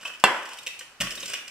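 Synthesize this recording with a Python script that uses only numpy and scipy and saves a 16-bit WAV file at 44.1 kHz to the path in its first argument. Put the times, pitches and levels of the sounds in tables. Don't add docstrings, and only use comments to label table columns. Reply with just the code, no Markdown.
import sys
import numpy as np
from scipy import signal
from scipy.fft import rfft, irfft, next_fast_len
from scipy.io import wavfile
from scipy.ndimage import map_coordinates

SR = 44100
rng = np.random.default_rng(int(sys.argv[2]) if len(sys.argv) > 2 else 0)


def generate_wav(sig):
    pcm = np.round(np.clip(np.atleast_2d(sig).T, -1, 1) * 32767).astype(np.int16)
    wavfile.write(sys.argv[1], SR, pcm)


def ratio(d):
    e = np.asarray(d, float) / 20
    return 10 ** e


N = 66150
KNOCK_S = 0.2392


def unit(x):
    return x / np.sqrt(np.mean(x ** 2) + 1e-20)


def along(points, hz):
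    f, v = np.transpose(points)
    return np.interp(np.log(hz + 1), np.log(f + 1), v)


def filtered(x, response):
    m = next_fast_len(x.shape[-1] + SR // 4)
    spectrum = rfft(x, m) * response(np.fft.rfftfreq(m, 1 / SR))
    return irfft(spectrum, m)[..., :x.shape[-1]]


def shaped_noise(points, channels=()):
    return filtered(rng.standard_normal((*channels, N)), lambda hz: ratio(along(points, hz)))


def resonate(x, peaks):
    def response(f):
        total = 0
        for k, (centre, width, db) in enumerate(peaks):
            band = 1j * f * width
            total = total + (-1) ** k * ratio(db) * band / (centre * centre - f * f + band)
        return total
    return filtered(x, response)


def ring(modes, start_s, rise_s):
    t = np.maximum(np.arange(N) / SR - start_s, 0)
    body = sum(ratio(db - 60 * t / t60) * np.sin(2 * np.pi * hz * t) for hz, db, t60 in modes)
    return (1 - np.exp(-t / rise_s)) * body


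# f/Hz, correlation
LIKENESS = [(60, 0.69), (300, 0.91), (700, 0.77), (1400, 0.69), (3100, -0.062), (6800, 0.094),
            (15000, 0.091)]


def spread(pair, share=1):
    def rotation(hz):
        angle = share * np.arccos(np.clip(along(LIKENESS, hz), -1, 1)) / 2
        return np.array([np.cos(angle), np.sin(angle)])
    mid, side = filtered(pair, rotation)
    return np.array([mid + side, mid - side])


# f/Hz, level/dB per Hz
AIR_SPECTRUM = [(25, 0), (120, 0.5), (600, 5), (1500, 8.5), (2700, -1.5), (5000, -1), (12000, -14.5),
                (16000, -26)]
AIR_DB = -55


def hush():
    return ratio(AIR_DB) * unit(spread(shaped_noise(AIR_SPECTRUM, (2,))))


CLICKS_PER_S, CLICK_SPREAD_DB = 6000, 2


def chatter():
    hit = rng.random(N) < CLICKS_PER_S / SR
    sign = np.sign(rng.standard_normal(N))
    return unit(hit * sign * ratio(CLICK_SPREAD_DB * rng.standard_normal(N)))


# t/s, peak level/dB, length/s, wood/dB, brightness/dB
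AXLE_JOLTS = [(0.0505, -24, 0.015, 9.5, -1), (0.066, -34, 0.0042, -6, -10), (0.075, -33, 0.011, 16, 9.5),
              (0.6642, -13.5, 0.0027, -28, -1), (0.6688, -15, 0.0065, -32, -0.5),
              (0.6766, -16.5, 0.0029, -3.5, -3.5), (0.7924, -31, 0.0051, -10, 14.5),
              (0.8085, -30, 0.0082, -2, 0), (1.0026, -16.5, 0.01, -3, -1.5), (1.0078, -16, 0.0047, 8, 7),
              (1.013, -18.5, 0.004, -8, 5), (1.0163, -18.5, 0.0048, 16, 10), (1.028, -24.5, 0.01, 13, 0),
              (1.106, -26.5, 0.013, -4, 8.5), (1.2265, -30, 0.019, -2, 6.5),
              (1.3344, -20, 0.0058, 11.5, 6.5), (1.339, -18, 0.0067, 7, 2), (1.349, -23.5, 0.014, -2, -13)]
# t/s, peak level/dB, wood/dB, brightness/dB
MORE_AXLE_JOLTS = [(0.01, -46.5, 21.5, 12), (0.03, -43, 27, 11.5), (0.101, -38, 22, -13), (0.112, -56, 5, -12),
                   (0.137, -29.5, 1.5, -4), (0.147, -42, 4, 8), (0.199, -32.5, 8, 6.5), (0.453, -50.5, 8.5, 21),
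                   (.489, -39.5, 8, 14), (0.532, -39.5, 6, 14), (.572, -40, 0, 11), (.586, -27.5, 0, 5.5),
                   (0.6314, -47.5, 17, 20.5), (1.0687, -18, 10.5, -10), (1.12, -31.5, 12, 5),
                   (1.154, -55, -13.5, 37), (1.174, -30, 16, 1), (1.197, -40.5, 10, 19.5),
                   (1.2054, -40, 14, 17.5), (1.2572, -36.5, 1, 19.5), (1.279, -32, 7, 12.5),
                   (1.298, -39, 20, 18), (1.316, -33.5, 11, 9.5), (1.383, -30.5, 10, -14), (1.4785, -30.5, 1, 9)]
# t/s, level/dB
ROLL_EFFORT = [(0, -42.5), (.05, -41.5), (.16, -55.5), (.2, -68), (.3, -33.5), (.45, -42.5), (.6, -48.5),
               (.7, -47), (.82, -50.5), (.99, -63), (1.02, -37), (1.1, -51), (1.18, -36), (1.3, -37),
               (1.4, -52), (1.47, -52), (1.5, -46)]
# f/Hz, width/Hz, level/dB
AXLE_LOW = [(2475, 139, 3), (2995, 226, 5), (3540, 236, -4.5), (3760, 193, -4.5), (2197, 410, -7)]
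# f/Hz, width/Hz, level/dB
AXLE_HIGH = [(4350, 730, -10.5), (5150, 280, -0.5), (5877, 276, -2.5), (7400, 210, -2), (8250, 610, -5.5),
             (10070, 9500, -12), (6400, 9200, -14.5)]
# f/Hz, width/Hz, level/dB
BARREL_MODES = [(585, 80, -1), (1110, 80, 0), (1520, 180, 0), (1850, 200, -1), (330, 200, -10)]
TICK_S, RISE_S, FALL_POWER = 0.0076, 0.0006, 1.5
JOLT_DB, JOLT_BARREL_DB, JOLT_HIGH_DB = -9.5, -16, -6.5
ROLL_DB, ROLL_BARREL_DB, ROLL_HIGH_DB = -8, -12.5, -6.5
ROLL_LUMP_DB, LUMPS_PER_S = 5, 90


def axle():
    t = np.arange(N) / SR
    lumps = map_coordinates(rng.standard_normal(200), [t * LUMPS_PER_S])
    roll = ratio(np.interp(t, *np.transpose(ROLL_EFFORT)) + ROLL_DB + ROLL_LUMP_DB * lumps)
    drive = roll * ratio([[0], [ROLL_BARREL_DB], [ROLL_HIGH_DB]])
    ticks = [(s, db, TICK_S, wood_db, bright_db) for s, db, wood_db, bright_db in MORE_AXLE_JOLTS]
    for s, db, length_s, wood_db, bright_db in list(AXLE_JOLTS) + ticks:
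        u = np.maximum(t - s + RISE_S, 0)
        burst = np.minimum(u / RISE_S, 1) * np.exp(-(u / max(length_s, 0.002)) ** FALL_POWER)
        colour = ratio([[0], [wood_db + JOLT_BARREL_DB], [bright_db + JOLT_HIGH_DB]])
        drive = drive + ratio(db + JOLT_DB) * burst * colour
    hits = chatter()
    rattle = 0
    for effort, peaks in zip(drive, (AXLE_LOW, BARREL_MODES, AXLE_HIGH)):
        rattle = rattle + resonate(effort * hits, peaks) / np.std(resonate(hits, peaks))
    return rattle


# t/s, level/dB, f/Hz, t60/s
MODE_TAPS = [(.054, -33.5, 960, 0.043), (.587, -29.5, 3740, .03), (.667, -42.5, 509, 0.1),
             (0.792, -35, 6130, 0.029), (.81, -47, 515, 0.1), (0.808, -34.5, 1843, 0.037),
             (.809, -35.5, 1557, 0.036), (1.008, -30, 579, 0.082), (1.01, -26, 1814, 0.11),
             (1.01, -35.5, 1078, 0.076), (1.177, -22.5, 3770, 0.025), (1.231, -35, 548, 0.063),
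             (1.231, -23, 3780, 0.03), (1.233, -31, 1070, 0.018), (1.336, -35, 1620, 0.021),
             (.052, -22, 2606, 0.071), (.055, -22.5, 3060, 0.067), (0.081, -36, 2700, .025),
             (0.1, -36, 3010, .04), (0.112, -29, 2620, 0.023), (0.12, -44, 2530, 0.017),
             (0.136, -31, 3000, 0.049), (0.149, -36, 2550, 0.051), (0.2389, -29, 71, 0.026),
             (0.811, -36.5, 1170, 0.02), (1.002, -33, 202, 0.11), (1.004, -43, 687, 0.032),
             (.25, -35.5, 398, 0.22), (1.035, -35, 1113, 0.13), (1.106, -25.5, 5150, .035),
             (1.154, -32, 8200, .015), (1.2025, -24, 6580, 0.022), (1.2572, -28, 5810, 0.014),
             (1.2566, -33, 7500, 0.016), (1.2977, -26, 7040, 0.011), (1.299, -22, 8200, .015),
             (1.315, -29, 5180, .03)]
MOST_CYCLES, TAP_RISE_S = 170, 0.0016


def mode_taps():
    return sum(ring([(hz, db, min(t60, MOST_CYCLES / hz))], s, TAP_RISE_S) for s, db, hz, t60 in MODE_TAPS)


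# f/Hz, level/dB, t60/s
KNOCK_MODES = [(217, -12, 0.08), (402, -10.5, 0.02), (590, -6, 0.029), (753, -5.5, 0.049),
               (880, 3.5, 0.012), (998, 2.5, 0.021), (1064, 3, 0.028), (1190, -4.5, 0.063),
               (1540, -2, 0.08), (1753, -4.5, 0.046), (2005, -5.5, 0.059), (2712, 2.5, 0.069),
               (3400, -14, 0.13), (4220, -11, 0.074)]
# f/Hz, level/dB
CRACK_SPECTRUM = [(600, -0.5), (1500, -6.5), (3000, 4), (4600, -7.5), (6700, -15.5), (7400, -2.5),
                  (8400, -6), (16000, -32.5)]
KNOCK_DB, KNOCK_RISE_S = -8.5, 0.000095
CRACK_DB, CRACK_LATE_S, CRACK_T60_S = -7.5, 0.00023, 0.011
JANGLE_DB, JANGLE_T60_S = -10.5, 0.097
GRAZE_DB, GRAZE_S = -9, 0.0003
LEAN_HZ = 177


def knock():
    since_touch = np.arange(N) / SR - KNOCK_S
    t = since_touch - CRACK_LATE_S
    fade = ratio(-60 * np.abs(t) / CRACK_T60_S) + ratio(JANGLE_DB - 60 * np.abs(t) / JANGLE_T60_S)
    crack = ratio(CRACK_DB) * fade * (t > 0) * unit(shaped_noise(CRACK_SPECTRUM))
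    graze = -ratio(GRAZE_DB) * np.sin(np.pi * np.clip(since_touch / GRAZE_S + 1, 0, 1)) ** 2
    blow = ratio(KNOCK_DB) * ring(KNOCK_MODES, KNOCK_S, KNOCK_RISE_S) + crack + graze
    return filtered(blow, lambda hz: (1j * hz / (LEAN_HZ + 1j * hz)) ** 2)


# f/Hz, level/dB
WALL_SPECTRUM = [(100, -70), (220, -13.5), (390, -7), (1000, 4.5), (1700, 1.5), (2900, -3), (4000, -8),
                 (15000, -42)]
KNOCK_WET_DB, SNAP_DB, BEAM_S = -10, 11.5, 0.011


def knock_to_walls(blow):
    t = np.arange(N) / SR
    first = ratio(KNOCK_WET_DB) * blow * np.exp(-np.maximum(t - KNOCK_S, 0) / BEAM_S)
    impulse = 1.0 * (np.arange(N) == round(KNOCK_S * SR))
    snap = filtered(impulse, lambda hz: ratio(along(WALL_SPECTRUM, hz)))
    return first + ratio(SNAP_DB) * snap / np.linalg.norm(snap)


# t/s, level/dB
PUSHES = [
    (0.24, -44),
    (1.003, -33.5),
]
# f/Hz, level/dB, t60/s
SLAB_MODES = [(39.8, -9.5, 0.58), (127.4, -2.5, 0.19), (185, 6, 0.11), (209.3, -1, 0.13),
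              (281.6, -14, 0.35)]
# f/Hz, level/dB
RUMBLE_SPECTRUM = [(20, -21), (45, -11), (90, -13), (250, -8), (500, -9), (1000, -46)]
PUSH_RISE_S, PRESS_S, LIFT_S, PRESS_FADE_S, RUMBLE_DB = 0.0071, 1.02, 1.33, 0.019, -57


def thuds():
    t = np.arange(N) / SR
    pressed = np.clip(np.minimum(t - PRESS_S, LIFT_S - t) / PRESS_FADE_S, 0, 1)
    rumble = ratio(RUMBLE_DB) * pressed * unit(shaped_noise(RUMBLE_SPECTRUM))
    return sum(ratio(db) * ring(SLAB_MODES, s, PUSH_RISE_S) for s, db in PUSHES) + rumble


SIDE_DB, LAG_S, DIRECT_SHARE = -1, 0.00003, 0.78


def direct(x):
    smear = np.diff(rng.standard_normal(600)) * np.exp(-np.arange(599) / 200)
    smeared = np.convolve(x, smear / np.linalg.norm(smear))[:N]
    pair = spread(np.array([x, smeared]), DIRECT_SHARE) * ratio([[SIDE_DB / 2], [-SIDE_DB / 2]])
    ears = np.array([[1], [-1]])
    return filtered(pair, lambda hz: np.exp(-1j * np.pi * hz * LAG_S * ears))


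# f/Hz, t60/s
ROOM_DECAY = [(100, 0.19), (260, 0.5), (700, 0.7), (1840, 0.63), (3400, 0.51), (4850, 0.45), (12800, 0.53)]
# f/Hz, level/dB
ROOM_COLOUR = [(60, -37), (140, -5.5), (220, 4), (380, 3), (700, -7.5), (1500, 2), (3000, -0.5),
               (15000, -1.5)]
WALL_S = 0.0029


def kitchen(x):
    hz, t, z = signal.stft(rng.standard_normal((2, SR)), SR, nperseg=256)
    decay_db = -60 * t / along(ROOM_DECAY, hz)[:, None]
    tail = signal.istft(z * ratio(along(ROOM_COLOUR, hz)[:, None] + decay_db), SR, nperseg=256)[1]
    onset = np.clip(np.arange(tail.shape[1]) / SR / WALL_S - 1, 0, 1)
    tail = spread(tail) * onset
    return signal.fftconvolve(x[None], tail / np.linalg.norm(tail[0]), axes=1)[:, :N]


AXLE_WET_DB, TAP_WET_DB, THUD_WET_DB = -4.5, -4, -4


def scene():
    rattle, taps = axle(), mode_taps()
    blow, push = knock(), thuds()
    axle_room = ratio(AXLE_WET_DB) * kitchen(rattle + ratio(TAP_WET_DB) * taps)
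    blow_room = kitchen(knock_to_walls(blow) + ratio(THUD_WET_DB) * push)
    return direct(rattle + taps + blow + push) + axle_room + blow_room + hush()


def band_limit(x):
    return signal.sosfilt(signal.butter(12, 15630, fs=SR, output="sos"), x)


CLIP_TOP, CLIP_HARDNESS, TOP_HZ = 1, 6, 15700


def record(dry):
    clipped = dry / (1 + np.abs(dry / CLIP_TOP) ** CLIP_HARDNESS) ** (1 / CLIP_HARDNESS)
    mix = filtered(clipped, lambda hz: hz < TOP_HZ)
    return band_limit(mix)


dry = scene()
out = record(dry)
generate_wav(out)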